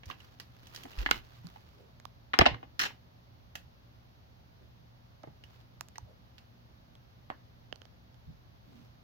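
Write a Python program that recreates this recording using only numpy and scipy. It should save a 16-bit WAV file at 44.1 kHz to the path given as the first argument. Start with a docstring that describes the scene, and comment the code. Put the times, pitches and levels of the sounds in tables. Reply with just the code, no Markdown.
"""A kitten clambers over the hollow plastic base of an office chair on a hardwood floor, beside a camera.
0-1.6 s: paws thud and scuff, claws click, two loud knocks near 1.1 s. 2.3-2.6 s: a loud burst of knocks.
2.8 s: a four-slip stuttering scrape. Then sparse clicks, knocks and case ticks; at 8.3 s thuds, then a soft rub.
Contacts are noise bursts shaped by resonances, ticks are dispersed pulses, thuds uneven swelling sines,
rubs and scuffs swells of noise. Room noise and a low mains hum run throughout."""
import sys
import numpy as np
from scipy import signal
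from scipy.fft import rfft, irfft, next_fast_len
from scipy.io import wavfile
from scipy.ndimage import map_coordinates

SR = 44100
rng = np.random.default_rng(int(sys.argv[2]) if len(sys.argv) > 2 else 0)


def to_wav(s):
    """Save 16-bit WAV."""
    ch = np.atleast_2d(s).T  # columns
    pcm = np.round(np.clip(ch, -1, 1) * 32767)  # PCM
    wavfile.write(sys.argv[1], SR, pcm.astype(np.int16))


N = 398223
SIZE = 32768  # samples in one short event
HZ = np.fft.rfftfreq(SIZE, 1 / SR)
T = np.arange(SIZE) / SR

# blows on the chair base, level before gain_db: [t/s, level/dB, hardness/dB, ring f/Hz, t60/s, L-R/dB]
KNOCKS = [(0.1, -38, -3, 1100, 0.038, -16), (.853, -45, -7, 695, 0.035, -5),
          (1.0613, -24.5, -2.5, 1770, 0.018, -2.5), (1.09, -35, -10, 1240, .015, -1),
          (1.112, -20, 1, 1420, 0.015, -3.5), (1.56, -48.5, -9.5, 850, .022, -6),
          (2.3341, -30, 3, 2300, 0.041, 1.5), (2.339, -24, -7.5, 1500, 0.026, 0),
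          (2.392, -15, -2.5, 720, .02, 1), (2.4075, -26, 7, 850, 0.011, -3.5),
          (2.4118, -15, -2.5, 1100, 0.024, -1), (2.4168, -19, -4.5, 680, 0.017, 0),
          (2.4563, -24, 1, 1400, .025, -2), (2.462, -13, 7.5, 740, .036, -1.5),
          (2.544, -40.5, 0, 1300, 0.025, 0), (2.629, -42, -8.5, 740, 0.063, 0),
          (2.906, -51, -9, 900, 0.015, 1), (5.237, -43.5, -32, 656, .05, -2),
          (5.273, -47, -26, 450, 0.032, -4), (7.3017, -34, -15, 735, .008, -6),
          (7.3104, -46, -35, 680, .02, 0)]
# spectrum of a blow: [f/Hz, level/dB]
KNOCK_TONE = [(60, -29), (200, -11), (350, -5.5), (500, -7.5), (720, -4.5), (1000, -5.5), (1400, -6.5),
              (2000, -4.5), (3000, -9.5), (4300, -14.5), (6000, -28.5), (8500, -46.5), (14000, -50.5)]
# where hardness adds treble: [f/Hz, share of hardness/1]
KNOCK_EDGE = [(1100, 0), (2400, 0.34), (4800, 1), (9000, .1)]


def knocks(gain_db=-1, even_hz=1140, weight_db_per_octave=10.5):
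    """Blows on the base: the further a spot rings below even_hz, the more bass weight it gets."""
    rows = []
    for s, db, hard_db, ring_hz, t60_s, pan_db in KNOCKS:
        bass_db = weight_db_per_octave * np.log2(even_hz / ring_hz)
        rows.append((s, db + gain_db, bass_db, hard_db, ring_hz, t60_s, pan_db))
    return strikes(rows, KNOCK_TONE, KNOCK_EDGE, snap=.17, ring_db=9, sharpness=6,
                   ripple_db=2.5, spacing_hz=44.77, room_db=-12.5, grit_db=1.5)


def scrape(start_s=2.7932, slip_s=.02, rebound_s=.0048, first_db=-27, loss_db=2.5,
           bass_db=-12, bass_gain_db=4, hard_db=-1, rebound_hard_db=-8, dulling_db=1.5,
           ring_hz=1650, t60_s=.047, drag_s=.0057, pan_db=-1, count=4):
    """Stick-slip rasp: each slip catches twice; successive slips are weaker, duller and longer."""
    rows = []
    for k in range(count):
        for late_s, edge_db in [(0, hard_db), (rebound_s, rebound_hard_db)]:
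            rows.append((start_s + k * slip_s + late_s, first_db - k * loss_db,
                         bass_db + k * bass_gain_db, edge_db - k * dulling_db,
                         ring_hz, t60_s + k * drag_s, pan_db))
    return strikes(rows, CLAW_TONE, CLICK_EDGE, snap=.088, ring_db=4.5, sharpness=3.3,
                   ripple_db=2.5, spacing_hz=70.1, room_db=-9.5, grit_db=2.0)


# claws catching on the plastic: [t/s, level/dB, hardness/dB, ring f/Hz]
CLAWS = [(.033, -51, -28, 885), (0.057, -55.5, 10, 5470), (0.11, -42.5, -19, 3120),
         (0.2029, -54.5, -3.5, 2800), (0.3996, -43.5, 1.5, 1540), (0.67, -55.5, 11, 3170),
         (.748, -47.5, 8, 4750), (0.761, -43.5, 8, 4470), (0.8344, -49, 10, 2640), (.931, -54, -16, 2800),
         (.987, -43, -3, 2300), (1.005, -49, -9, 1500), (1.028, -48, -16, 1300), (3.554, -39, -1, 1700),
         (5.438, -52.5, 0, 3000), (5.957, -51, -6, 2018), (6.382, -54, -2, 4000)]
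# spectrum of a claw contact, also of the scrape: [f/Hz, level/dB]
CLAW_TONE = [(60, -12.5), (300, -8), (700, -5), (1100, -13), (1500, -4.5), (2400, -3), (4000, -5.5),
             (6000, -7.5), (8500, -24), (14000, -21)]
# where hardness adds treble in claws, scrape and ticks: [f/Hz, share of hardness/1]
CLICK_EDGE = [(2800, 0), (4800, .42), (9000, 0.99)]


def claws(bass_db=-2, t60_s=.03, pan_db=-4.5):
    """Light claw contacts: bass-shy clicks of one decay time, right of centre."""
    rows = [(s, db, bass_db, hard_db, ring_hz, t60_s, pan_db) for s, db, hard_db, ring_hz in CLAWS]
    return strikes(rows, CLAW_TONE, CLICK_EDGE, snap=.2, ring_db=6.5, sharpness=4.8,
                   ripple_db=2.0, spacing_hz=69.16, room_db=-8.5, grit_db=2.0)


def strikes(rows, tone, edge, snap, ring_db, sharpness, ripple_db, spacing_hz, room_db, grit_db):
    """Contacts on the base: a snap and a gritty, decaying rattle excite its resonances and the room."""
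    track = np.zeros((2, N))
    body_db = along(tone, HZ) + base_db(HZ) + ripple_db * ripple(spacing_hz)
    for s, db, bass_db, hard_db, ring_hz, t60_s, pan_db in rows:
        grit = amp(grit_db * map_coordinates(rng.standard_normal(1024), [900 * T]))  # 900 knots/s
        rattle = ports(rng.standard_normal((2, SIZE))) * grit * fade(t60_s)
        force = unit(rattle) / np.sqrt(SIZE)
        force[1, 0] += snap  # right first
        force[0, 8] -= snap  # left 8 samples later, inverted
        whole = rfft(force) * causal(amp(body_db + touch(bass_db, hard_db, edge)))
        spot = causal(amp(ring(ring_hz, ring_db, sharpness)))
        near = levelled(irfft(whole * spot), db, pan_db)
        far = levelled(irfft(whole), db + room_db, pan_db / 2)  # whole base feeds the room
        add(track, s, near + room(far))
    return track


# resonances of the hollow base: [f/Hz, width/Hz, lift/dB]
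BASE = [(350, 34, 1.5), (778, 110, 3.5), (1190, 140, 5), (1669, 170, 2.5), (2220, 160, -2), (3000, 390, 4),
        (3800, 160, 1.5)]


def base_db(f):
    """Resonant lift of the hollow base at f, in dB."""
    return sum(db / (1 + (2 * (f - hz) / width_hz) ** 2) for hz, width_hz, db in BASE)


def ring(ring_hz, lift_db, sharpness):
    """Resonance of the spot hit: dB over HZ."""
    return lift_db / (1 + (sharpness * (HZ / ring_hz - 1)) ** 2)


def ripple(spacing_hz):
    """Thicket of small modes: a smooth random curve over HZ."""
    return map_coordinates(rng.standard_normal(4096), [HZ / max(spacing_hz, 10)])


def touch(bass_db, hard_db, edge):
    """Contact colour: weight lifts the bass, hardness the treble; dB over HZ."""
    weight_db = along([(250, bass_db / 2), (650, bass_db), (1100, 0)], HZ)
    return weight_db + hard_db * along(edge, HZ)


# soft, heavy footfalls and bumps: [t/s, peak level/dB, f/Hz, swell/s]
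THUDS = [(0.066, -39.5, 87.6, 0.0085), (.978, -27.5, 47.2, .018), (1.025, -42, 44, 0.05),
         (1.38, -50, 114, .024), (1.444, -39.5, 169, .01), (2.39, -21.5, 249.8, .003),
         (2.397, -20.5, 62, 0.0075), (2.413, -20.5, 100.7, .005), (2.416, -23, 355, .003),
         (2.469, -36, 63, .02), (2.509, -35, 114, 0.015), (5.273, -46.5, 143, 0.0098),
         (6.022, -44.5, 94.95, 0.01), (8.266, -44, 73.4, .014), (8.275, -44.5, 157, 0.017)]


def thuds(pan_db=-2, uneven_rad=.82, lag_s=.001):
    """Soft weight sets off slow, uneven cycles that swell and die; left lags right."""
    track = np.zeros((2, N))
    lags_s = np.array([[lag_s / 2], [-lag_s / 2]])
    for s, db, hz, swell_s in THUDS:
        u = T / max(swell_s, 1e-3)
        swell = u * np.exp(1 - u)  # peak 1 at swell_s
        slip = np.array([map_coordinates(knots, [hz * T]) for knots in rng.standard_normal((2, 256))])
        phase_rad = 2 * np.pi * hz * (T - lags_s) + uneven_rad * slip
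        add(track, s, amp(db) * swell * np.sin(phase_rad) * pan(pan_db))
    return track


# fur and pads sliding: [middle t/s, length/s, level/dB]
SCUFFS = [(0.102, .039, -51), (0.258, .15, -61.5), (0.793, 0.37, -58), (1.018, 0.071, -48.5),
          (1.143, 0.049, -44.5), (1.337, 0.64, -62), (5.554, 0.099, -63.5), (8.797, 0.2, -68)]
# spectrum of the friction: [f/Hz, level/dB]
SCUFF_TONE = [(150, 5.5), (400, 0.5), (1000, 3), (2000, -1), (4500, -3), (6500, -11), (8500, -26),
              (13000, -15.5), (16000, -16.5)]


def scuffs(grain_db=4, catch_db=2.0, pan_db=-3, coupling=.52):
    """Friction swells that catch and slip in fine grains, partly coloured by the base."""
    t = np.arange(N) / SR
    strokes = sum(amp(db) * np.exp(-2 * ((t - s) / length_s) ** 2) for s, length_s, db in SCUFFS)
    grains = rng.standard_normal((2, N)) * amp(grain_db * wobble(700) + catch_db * wobble(60))

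    def colour(hz):
        return amp(along(SCUFF_TONE, hz) + coupling * base_db(hz))

    return strokes * unit(filtered(ports(grains), colour)) * pan(pan_db)


# pads and hands rubbing on hollow plastic: [middle t/s, length/s, level/dB, resonance f/Hz]
RUBS = [(0.159, 0.065, -65.5, 174), (0.86, 0.027, -50.5, 278), (1.033, 0.016, -49, 390),
        (1.818, 0.079, -60, 410), (4.629, 0.037, -63.5, 327), (6.099, 0.055, -61.5, 543),
        (8.761, .15, -59, 228)]


def rubs(sharpness=4.5, pan_db=-2):
    """Soft rubbing stirs one low resonance into a short, hollow swell of noise."""
    track = np.zeros((2, N))
    for s, length_s, db, hz in RUBS:
        def resonance(f):
            return 1 / (1 + (sharpness * np.log((f + 1) / hz)) ** 2)

        noise = unit(filtered(rng.standard_normal((2, SIZE)), resonance))
        swell = np.exp(-2 * (T / length_s - 2) ** 2)  # peak at 2 lengths
        add(track, s - 2 * length_s, amp(db) * noise * swell * pan(pan_db))
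    return track


# taps on the camera's case, and at 1.1116 s a dry claw click riding on a knock; t before lead_s: [t/s,
# level/dB, hardness/dB, ring f/Hz, L-R/dB]
TICKS = [(1.1116, -24.5, 6, 1400, -5), (1.4698, -52, 15, 4300, -23), (2, -55.5, 4, 1670, -5.5),
         (2.0535, -42.5, 5, 1120, -12), (2.3893, -17, 0.5, 4960, 9), (5.234, -58, -2, 4600, -17),
         (5.8097, -39, 10.5, 1870, -5.5), (5.886, -57.5, 18, 2920, -3), (5.982, -41, 9.5, 880, -5),
         (6.9535, -60.5, 4, 3250, -2), (7.7264, -38, -21, 2850, -9.5), (7.7587, -55.5, 2, 4500, -24),
         (7.818, -52, -4, 3200, -12), (7.854, -56.5, -4, 2980, -18), (8.144, -67.5, 6, 3500, -13)]
# spectrum of a tap: [f/Hz, level/dB]
TICK_TONE = [(60, -33), (200, -3.5), (400, -6), (700, -0.5), (1100, -3.5), (1700, -5.5), (2800, -11),
             (4200, -8), (6000, -11), (8500, -27), (14000, -28.5)]


def ticks(delay_1khz_s=.0012, lag_s=.0002, lead_s=.00055, room_db=-21, ring_db=10, sharpness=7,
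          ripple_db=4.0, bass_db=1.5):
    """Bending waves carry treble faster than bass: each tap is a tiny falling chirp."""
    track = np.zeros((2, N))
    spread = np.exp(-4j * np.pi * delay_1khz_s * np.sqrt(1000 * HZ))  # delay ~ 1/sqrt(f)
    sides = np.array([-np.exp(-2j * np.pi * HZ * lag_s), np.ones(len(HZ))])  # left inverted, late
    for s, db, hard_db, ring_hz, pan_db in TICKS:
        spot_db = ring(ring_hz, ring_db, sharpness) + ripple_db * ripple(spacing_hz=448)
        colour = causal(amp(along(TICK_TONE, HZ) + touch(bass_db, hard_db, CLICK_EDGE) + spot_db))
        tap = levelled(irfft(colour * spread * sides) * (T < .1), db, pan_db)
        add(track, s - lead_s, tap + amp(room_db) * room(tap))
    return track


# room decay: [f/Hz, t60/s]
ROOM = [(100, .45), (700, 0.22), (3000, 0.2), (7000, 0.17), (15000, 0.23)]


def room(sound, build_s=.004):
    """Room answer: a fresh noise tail per spot, decaying at each frequency's own t60."""
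    hz, t, z = signal.stft(rng.standard_normal((2, SIZE)), SR, nperseg=256)
    decay = np.exp(-np.log(1000) * t / along(ROOM, hz)[:, None])
    tail = signal.istft(z * decay, SR, nperseg=256)[1][:, :SIZE]
    tail = ports(tail * (1 - np.exp(-T / build_s)))
    return signal.fftconvolve(sound, unit(tail) / np.sqrt(SIZE), axes=1)[:, :SIZE]


# room noise spectrum, relative: [f/Hz, density/dB per Hz]
AIR = [(22, -27), (59, -4.5), (122, -6.5), (170, -13), (300, -19.5), (450, -25.5), (580, -23.5),
       (1000, -28), (2500, -35.5), (4500, -34.5), (6300, -41.5), (8200, -62), (13000, -44), (16000, -47.5)]
# mains hum partials, mean level: [f/Hz, level/dB rms]
HUM = [(119.5, -64.5), (180, -75), (240, -76.5)]


def background(air_db=-58.5, pan_db=-1.0, waver_db=1.6, drift_rad=.64):
    """Steady room noise plus hum partials that waver slightly in level and phase."""
    def spectrum(hz):
        port_gain = np.sqrt(np.clip(1 + along(ALIKE, hz), .1, 2))
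        return amp(along(AIR, hz)) / port_gain

    air = unit(filtered(ports(rng.standard_normal((2, N))), spectrum))
    t = np.arange(N) / SR
    hum = np.zeros(N)
    for hz, db in HUM:
        level = amp(db + waver_db * wobble(3.9)) * np.sqrt(2)
        hum += level * np.sin(2 * np.pi * hz * t + drift_rad * wobble(3))
    return (amp(air_db) * air + hum) * pan(pan_db)


# left-right likeness: [f/Hz, correlation/1]
ALIKE = [(60, 0.72), (130, 0.13), (290, 0.84), (640, -0.57), (1410, -0.3), (3100, -0.36), (6820, 0.17),
         (15000, 0.62)]


def ports(pair):
    """Two unrelated signals mixed to two microphones: alike in the bass, partly opposed in the middle."""
    def mid_side(hz):
        turn_rad = np.arccos(np.clip(along(ALIKE, hz), -1, 1)) / 2
        return np.array([np.cos(turn_rad), np.sin(turn_rad)])

    mid, side = filtered(pair, mid_side)
    return np.array([mid + side, mid - side])


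def amp(db):
    """dB as a gain."""
    return 10 ** (np.asarray(db) / 20)


def unit(x):
    """x at rms 1."""
    return x / np.sqrt(np.mean(x ** 2) + 1e-20)


def along(points, hz):
    """[f/Hz, value] points interpolated on a log-frequency axis."""
    f, v = np.transpose(points)
    return np.interp(np.log(hz + 1), np.log(f + 1), v)


def fade(t60_s):
    """Exponential decay of 60 dB in t60_s."""
    return np.exp(-np.log(1000) * T / np.maximum(t60_s, 1e-4))


def wobble(rate_hz):
    """Smooth random curve, rate_hz knots a second."""
    knots = rng.standard_normal(int(N * rate_hz / SR) + 4)
    return map_coordinates(knots, [np.arange(N) * rate_hz / SR])


def filtered(x, response):
    """x through a response of frequency, zero-padded."""
    m = next_fast_len(x.shape[-1] + 8192)
    return irfft(rfft(x, m) * response(np.fft.rfftfreq(m, 1 / SR)), m)[..., :x.shape[-1]]


def causal(gain):
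    """Minimum-phase response of this gain: rings only after the blow."""
    cepstrum = irfft(np.log(np.maximum(gain, 1e-6)))
    fold = np.r_[1, np.full(SIZE // 2 - 1, 2), np.zeros(SIZE // 2)]
    return np.exp(rfft(cepstrum * fold))


def pan(db):
    """Left and right gains of constant power, db apart."""
    return unit(amp([[db / 2], [-db / 2]]))


def levelled(sound, db, pan_db):
    """Each side scaled to the energy of 10 ms at db, then panned."""
    rms_10ms = np.sqrt(np.sum(sound ** 2, axis=1, keepdims=True) / (SR / 100))
    return sound / rms_10ms * amp(db) * pan(pan_db)


def add(track, s, sound):
    """Mix a sound in at s seconds."""
    start = max(round(s * SR), 0)
    track[:, start:start + sound.shape[1]] += sound[:, :N - start]


def scene():
    """Everything the kitten touches, the case ticks and the quiet room."""
    return knocks() + scrape() + claws() + thuds() + scuffs() + rubs() + ticks() + background()


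def record(dry, ceiling=.93, top_hz=16000):
    """Rounds off peaks towards the ceiling, then cuts steeply above top_hz."""
    rounded = dry / (1 + (dry / ceiling) ** 6) ** (1 / 6)
    return filtered(rounded, lambda hz: 1 / np.sqrt(1 + (hz / top_hz) ** 200))


dry = scene()
out = record(dry)
to_wav(out)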